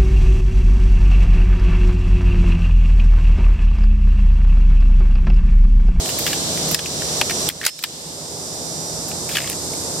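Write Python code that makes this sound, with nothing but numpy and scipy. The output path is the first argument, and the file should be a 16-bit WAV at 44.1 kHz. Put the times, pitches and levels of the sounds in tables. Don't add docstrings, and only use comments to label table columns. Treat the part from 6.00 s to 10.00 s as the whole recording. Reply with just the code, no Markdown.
import sys
import numpy as np
from scipy import signal
from scipy.fft import rfft, irfft
from scipy.io import wavfile
from scipy.ndimage import uniform_filter1d

SR = 44100
rng = np.random.default_rng(int(sys.argv[2]) if len(sys.argv) > 2 else 0)


def wrap_up_sound(samples):
    columns = np.atleast_2d(samples).T
    tamed = np.clip(columns, -1, 1)
    steps = np.round(tamed * 32767).astype(np.int16)
    wavfile.write(sys.argv[1], SR, steps)


N = 176400
T = np.arange(N) / SR
FREQS_HZ = np.maximum(np.arange(N // 2 + 1) * SR / N, 1)
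LEFT_RIGHT = np.array([[1], [-1]])

# (time [s], level [dB])
RUSH_HUM_ENVELOPE = [(0, -29), (.4, -28.5), (1.3, -24), (1.62, -23.5), (1.74, -35), (1.9, -28.5),
                     (2.201, -29), (3, -28), (4, -26.5)]


def from_db(db):
    return 10 ** (np.asarray(db) / 20)


def unit_rms(x):
    return x / np.sqrt(np.mean(x ** 2) + 1e-20)


def over_time(rows):
    times_s, *columns = np.transpose(rows)
    return [np.interp(T, times_s, column) for column in columns]


def over_hz(rows):
    hz, value = np.transpose(rows)
    return np.interp(np.log(FREQS_HZ), np.log(hz), value)


def colour(x, spectrum):
    return irfft(rfft(x) * from_db(over_hz(spectrum)), N)


def stereo(pair, correlation, balance):
    mid, side = rfft(pair)
    alike = np.clip(over_hz(correlation), -.99, .99)
    spectra = np.sqrt((1 + alike) / 2) * mid + LEFT_RIGHT * np.sqrt((1 - alike) / 2) * side
    return irfft(spectra * from_db(LEFT_RIGHT * over_hz(balance) / 2), N)


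def resonate(x, hz, width_hz):
    r = np.exp(-np.pi * width_hz / SR)
    poles = [1, -2 * r * np.cos(2 * np.pi * hz / SR), r * r]
    return signal.lfilter(np.array([1, 0, -1]) * (1 - r * r) / 2, poles, x)


def damped_sine(t, hz, db, t60_s):
    return from_db(db - 60 * t / t60_s) * np.sin(2 * np.pi * hz * t)


def add(out, start_s, x):
    i = int(start_s * SR)
    out[..., i:i + x.shape[-1]] += x[..., :N - i]


def stroke(length_s):
    progress = np.clip(T[:SR // 4] / length_s, 0, 1)
    return np.sqrt(np.abs(np.sin(np.pi * np.sqrt(progress))))


def grains(per_s, spread_db):
    shape = (2, SR // 4)
    impulses = (rng.random(shape) < per_s / SR) * rng.choice([-1, 1], shape)
    return impulses * from_db(spread_db * rng.standard_normal(shape))


def noise_bed(spectrum, envelope):
    return unit_rms(colour(rng.standard_normal((2, N)), spectrum)) * from_db(over_time(envelope)[0])


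def cicada(weak_tymbal=0.8, throb_depth=0.4, throb_turns=0.01, scatter_gain=3.5, scatter_s=0.006):
    # (time [s], beat of each tymbal [Hz], throb [Hz])
    rates = [(0, 241.9, 96), (.5, 242.2, 95), (.9, 242.7, 94), (1.45, 242.9, 93), (2.3, 243.65, 88),
             (3.1, 243.85, 86), (4, 244.15, 84)]
    # (frequency [Hz], gain [dB])
    body = [(3000, -25), (3650, -11), (4400, -5), (4870, -1), (5400, -1), (5700, -8), (6400, 0), (7600, 1),
            (8500, 0), (9200, -6), (9800, -13), (12000, -20)]
    # (beat harmonic, throb sideband, level [dB])
    whine = [(22, 0, -4), (24, -1, -14), (24, 0, 0), (24, 1, -7), (29, 0, -11), (35, -1, -12)]
    drone = [(15, 0, -7), (17, 0, -10), (20, -1, -6), (20, 0, 0), (22, -1, -2), (22, 1, -4), (35, 1, -4)]
    # (time [s], level [dB])
    buzz_envelope = [(0, -32), (.6, -31), (1.4, -26.5), (2.1, -31.5), (2.9, -30.5), (3.4, -29.5),
                     (4, -28.5)]
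    whine_envelope = [(0, -45), (.55, -38), (1.0, -33.5), (1.4, -29.5), (2.1, -45.5), (2.85, -36),
                      (3.3, -46), (3.45, -52), (4, -42)]
    drone_envelope = [(0, -44), (1.2, -37), (2.2, -38.5), (3, -40), (4, -40.5)]

    def tones(partials):
        return np.sqrt(2) * sum(from_db(db) * np.cos(2 * np.pi * np.cumsum(k * beat_hz + m * throb_hz)
                                                     / SR) for k, m, db in partials)

    def place(x, envelope, right_db):
        return x * from_db(over_time(envelope)[0] - LEFT_RIGHT * right_db / 2)

    beat_hz, throb_hz = over_time(rates)
    throb = np.sin(2 * np.pi * np.cumsum(throb_hz) / SR)
    turns = np.cumsum(beat_hz) / SR + throb_turns * throb
    pulses = sum((weak_tymbal if k % 2 else 1) * np.cos(2 * np.pi * k * turns) for k in range(12, 45))
    pulses *= np.exp(throb_depth * throb)
    leaves = rng.standard_normal((2, SR // 10)) * np.exp(-T[:SR // 10] / scatter_s)
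    scattered = signal.fftconvolve(pulses[None], leaves, axes=1)[:, :N]
    buzz = unit_rms(colour(unit_rms(pulses) + scatter_gain * unit_rms(scattered), body))
    return (place(buzz, buzz_envelope, right_db=6)
            + place(tones(whine), whine_envelope, right_db=7)
            + place(tones(drone), drone_envelope, right_db=4))


def wind():
    # (frequency [Hz], gain [dB])
    spectrum = [(20, -30), (35, -25), (55, -9), (80, -8.5), (150, 0), (220, -4.5), (350, -3), (650, -5.5),
                (950, -12), (1500, -20), (2600, -25.5), (6000, -47)]
    return noise_bed(spectrum, RUSH_HUM_ENVELOPE)


def far_insects():
    # (frequency [Hz], gain [dB])
    chorus_spectrum = [(1500, -28), (2700, -16), (3600, -7), (4800, -2), (6000, -1.5), (8000, 0),
                       (8800, -3.5), (9800, -9), (11500, -6.5), (13000, -14), (14500, -17), (16000, -50)]
    swell_spectrum = [(1500, -9.5), (2500, -7), (3200, 0), (4200, 4), (5500, -3), (7500, -2.5),
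                      (10000, -16), (15000, -20)]
    # (time [s], level [dB])
    chorus_envelope = [(0, -27.5), (.6, -27.5), (1.4, -22), (2.204, -28.5), (3.2, -27), (3.6, -25.5),
                       (4, -25.5)]
    swell_envelope = [(0, -29.5), (.6, -28), (1.402, -25.5), (1.9, -27.5), (2.4, -39.5), (4, -50)]
    return noise_bed(chorus_spectrum, chorus_envelope) + noise_bed(swell_spectrum, swell_envelope)


def hum(waver_depth=0.21, waver_hz=2.8):
    # (frequency [Hz], level re the low rush [dB])
    partials = [(80.7, -13.5), (161.3, -7)]

    def waver():
        return unit_rms(irfft(rfft(rng.standard_normal(N)) / (1 + (FREQS_HZ / waver_hz) ** 2), N))

    out = np.zeros(N)
    for hz, db in partials:
        drift = 1 + waver_depth * (waver() + 1j * waver())
        out += from_db(db) * np.real(drift * np.exp(2j * np.pi * hz * T))
    return out * from_db(over_time(RUSH_HUM_ENVELOPE)[0])


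def grass():
    # (start [s], length [s], level before filtering [dB])
    rustles = [(0.044, 0.14, -34), (.0877, .012, -28), (0.187, 0.011, -17.5), (.19, 0.055, -27),
               (0.242, 0.14, -30), (.6858, .008, -24), (0.7117, 0.012, -14), (.712, .03, -25),
               (3.079, 0.024, -24)]
    # (frequency [Hz], gain [dB])
    spectrum = [(3000, -8), (8000, -12), (11000, -1.5), (13500, 2.5), (16000, -8)]
    out = np.zeros((2, N))
    for start_s, length_s, db in rustles:
        add(out, start_s, from_db(db) * unit_rms(grains(per_s=1500, spread_db=5)) * stroke(length_s))
    return colour(out, spectrum)


def receiver(force):
    # (frequency [Hz], width [Hz], gain [dB])
    resonances = [(1205, 480, -4), (1757, 280, 5), (2540, 780, 3), (3300, 1280, 4), (4340, 1840, 1.5),
                  (5410, 660, 2.5), (7050, 1260, -5), (9500, 1200, -2.5), (12000, 1300, -4),
                  (14100, 1600, -5)]
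    return sum((-1) ** k * from_db(db) * resonate(force, hz, width_hz)
               for k, (hz, width_hz, db) in enumerate(resonances))


def clicks(rise_s=0.00054, part_db=6, part_q=5.6, shelf_hz=6360, scatter_db=-21.5, scatter_s=0.013):
    contacts = [(0.057, -26.5, 3070, 3, 0.0038), (0.089, -27, 2880, 2, 0.012),
                (0.2645, -15.5, 3060, -8, 0.0027), (0.275, -21, 3040, -6, 0.0045),
                (0.329, -23, 2920, -13, 0.0069), (0.574, -25, 2230, -2, 0.0015),
                (0.745, -4.5, 4920, -5.5, 0.0031), (0.7897, -17, 3430, -19, 0.0034),
                (0.858, -23, 2420, -6, .0025), (1.018, -28, 1670, -13, 0.0043),
                (1.2126, -8, 2650, -29, 0.0028), (1.22, -24, 2400, -16.5, 0.002),
                (1.295, -18, 2400, -15, 0.0049), (1.3074, -16, 2180, -7, 0.0048),
                (1.4886, 5.5, 3500, 15, .0011), (1.497, -9, 2350, -15, 0.0029),
                (1.6123, -16.5, 1840, -26, 0.0049), (1.63, -14.5, 1930, -21, 0.0033),
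                (1.638, -12, 1910, -20, 0.0059), (1.65, -7, 4230, 0, 0.0059),
                (1.6639, 9.5, 6800, -13, 0.002), (1.7895, -14, 4060, -3, 0.0014),
                (1.826, -13, 13000, -4, 0.0009), (1.8368, -4, 4300, -6, 0.0034),
                (1.8395, -6.5, 3300, -22, 0.0034), (1.846, -14, 3370, -12, 0.0015),
                (3.1143, -26.5, 2320, -12, 0.002), (3.29, -27, 2430, 2, 0.014),
                (3.312, -25, 3570, 1, 0.019), (3.3516, -18, 3280, -16, 0.0025),
                (3.3557, -16.5, 2530, -14, 0.0028), (3.361, -21, 2900, -16, 0.0027),
                (3.369, -10, 2900, -10, 0.0016), (3.374, -17.5, 2770, -12, .0015),
                (3.3825, -15.5, 2700, -25, 0.0018), (3.387, -20.5, 2970, -20, 0.0022),
                (3.403, -20, 2370, -18, .002), (3.4167, -23, 2400, -10, 0.0018),
                (3.442, -25.5, 2210, -10, .002), (3.474, -20.5, 3360, -8, 0.0023),
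                (3.4979, -14, 9500, 8, 0.0012), (3.5162, -21.5, 2370, 3, 0.002),
                (3.528, -25, 2230, 3, 0.0022), (3.534, -35, 2300, -1, 0.0013), (3.734, -33, 2100, 2, 0.004)]
    out, t = np.zeros((2, N)), T[:SR // 10]
    for start_s, db, part_hz, treble_db, decay_s in contacts:
        decay = np.exp(-t / decay_s) + from_db(scatter_db) * np.exp(-t / scatter_s)
        force = rng.standard_normal((2, len(t))) * decay * (1 - np.exp(-t / rise_s))
        steel = receiver(force)
        steel += from_db(part_db) * resonate(steel, part_hz, part_hz / part_q)
        low = signal.lfilter(*signal.butter(1, shelf_hz, fs=SR), steel)
        click = low + from_db(treble_db + 6.5) * (steel - low)
        onset_rms = np.sqrt(np.mean(click[:, :SR // 500] ** 2, axis=1, keepdims=True))
        add(out, start_s, from_db(db) * click / onset_rms)
    return out


def slides():
    # (start [s], length [s], level [dB])
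    strokes = [(0.256, 0.096, -31), (1.641, 0.022, -19), (1.667, 0.034, -5), (3.331, 0.12, -26.5),
               (3.419, 0.13, -31)]
    out = np.zeros((2, N))
    for start_s, length_s, db in strokes:
        catches = grains(per_s=11000, spread_db=3)
        scrape = receiver(catches) + 2 * resonate(catches, hz=3000, width_hz=2500)
        add(out, start_s, from_db(db) * unit_rms(scrape) * stroke(length_s))
    return out


def ringing(spread_db=2.0):
    # (time [s], knock [dB], ring [dB])
    blows = [(0.744, -40, -3), (1.2165, -3, -22), (1.49, -26, -12), (1.6631, -5.5, 19.5),
             (1.8414, -12, -13), (3.3705, -32, -22)]
    # (frequency [Hz], level [dB], t60 [s])
    modes = [(2417, -37, .06), (3865, -36, .09), (5276, -31, .42), (6864, -39, .25), (8586, -29, .1),
             (10375, -21, .08), (13520, -34, .09)]
    out, t = np.zeros((2, N)), T[:SR // 2]
    rings = np.array([damped_sine(t, *mode) for mode in modes])
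    shape = (2, len(modes))
    for start_s, knock_db, ring_db in blows:
        weights = from_db(ring_db + rng.normal(0, spread_db, shape)) * rng.choice([-1, 1], shape)
        add(out, start_s, weights @ rings)
        add(out[0], start_s, damped_sine(t, hz=894, db=knock_db, t60_s=0.013))
    return out


def latch():
    # (frequency [Hz], level [dB], t60 [s])
    modes = [(3278, 0, .014), (4441, -8, .013), (7106, -26, .04), (13320, -31, .085)]
    # (time [s], level [dB])
    hits = [(1.2145, -3), (1.4893, 9), (3.3695, -16), (3.383, -15)]
    out = np.zeros((2, N))
    ring = sum(damped_sine(T[:SR // 5], *mode) for mode in modes)
    for start_s, db in hits:
        add(out[0], start_s, from_db(db) * ring)
    return out


def scene():
    # (frequency [Hz], left-right correlation)
    gun_correlation = [(1000, 1), (3000, 0.94), (6000, 0.25), (12000, 0.36)]
    air_correlation = [(30, 0.76), (150, 0.78), (600, 0.8), (1500, 0.066), (3500, -0.21), (6000, -0.092),
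                       (12000, -0.16)]
    # (frequency [Hz], left minus right [dB])
    gun_balance = [(1000, 0), (2500, 2.5), (5000, 1), (7000, 2.5), (9300, -4), (13000, -1.5)]
    air_balance = [(30, -1), (600, -2), (2000, -1), (4000, 2), (7000, -2.5), (9000, -1.5), (13000, -0.5)]
    handling = clicks() + slides() + ringing() + latch() + grass()
    near = stereo(handling, gun_correlation, gun_balance) + cicada()
    air = wind() + far_insects()
    air[0] += hum()
    return near + stereo(air, air_correlation, air_balance)


def release(excess_db, decay_s):
    fade = np.exp(-T / decay_s)
    return np.maximum.accumulate(excess_db / fade) * fade


def record(dry):
    threshold_db, detect_s, cutoff_hz = -8.5, 0.00095, 15900
    quick_s, slow_s, slow_share = 0.37, 10.8, 0.18
    power = uniform_filter1d(np.mean(dry ** 2, axis=0), int(detect_s * SR))
    excess_db = np.maximum(10 * np.log10(np.abs(power) + 1e-12) - threshold_db, 0)
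    duck_db = (1 - slow_share) * release(excess_db, quick_s) + slow_share * release(excess_db, slow_s)
    clipped = np.clip(dry * from_db(-duck_db), -1, 1)
    return signal.sosfilt(signal.ellip(10, .2, 80, cutoff_hz, fs=SR, output="sos"), clipped)


dry = scene()
out = record(dry)
wrap_up_sound(out)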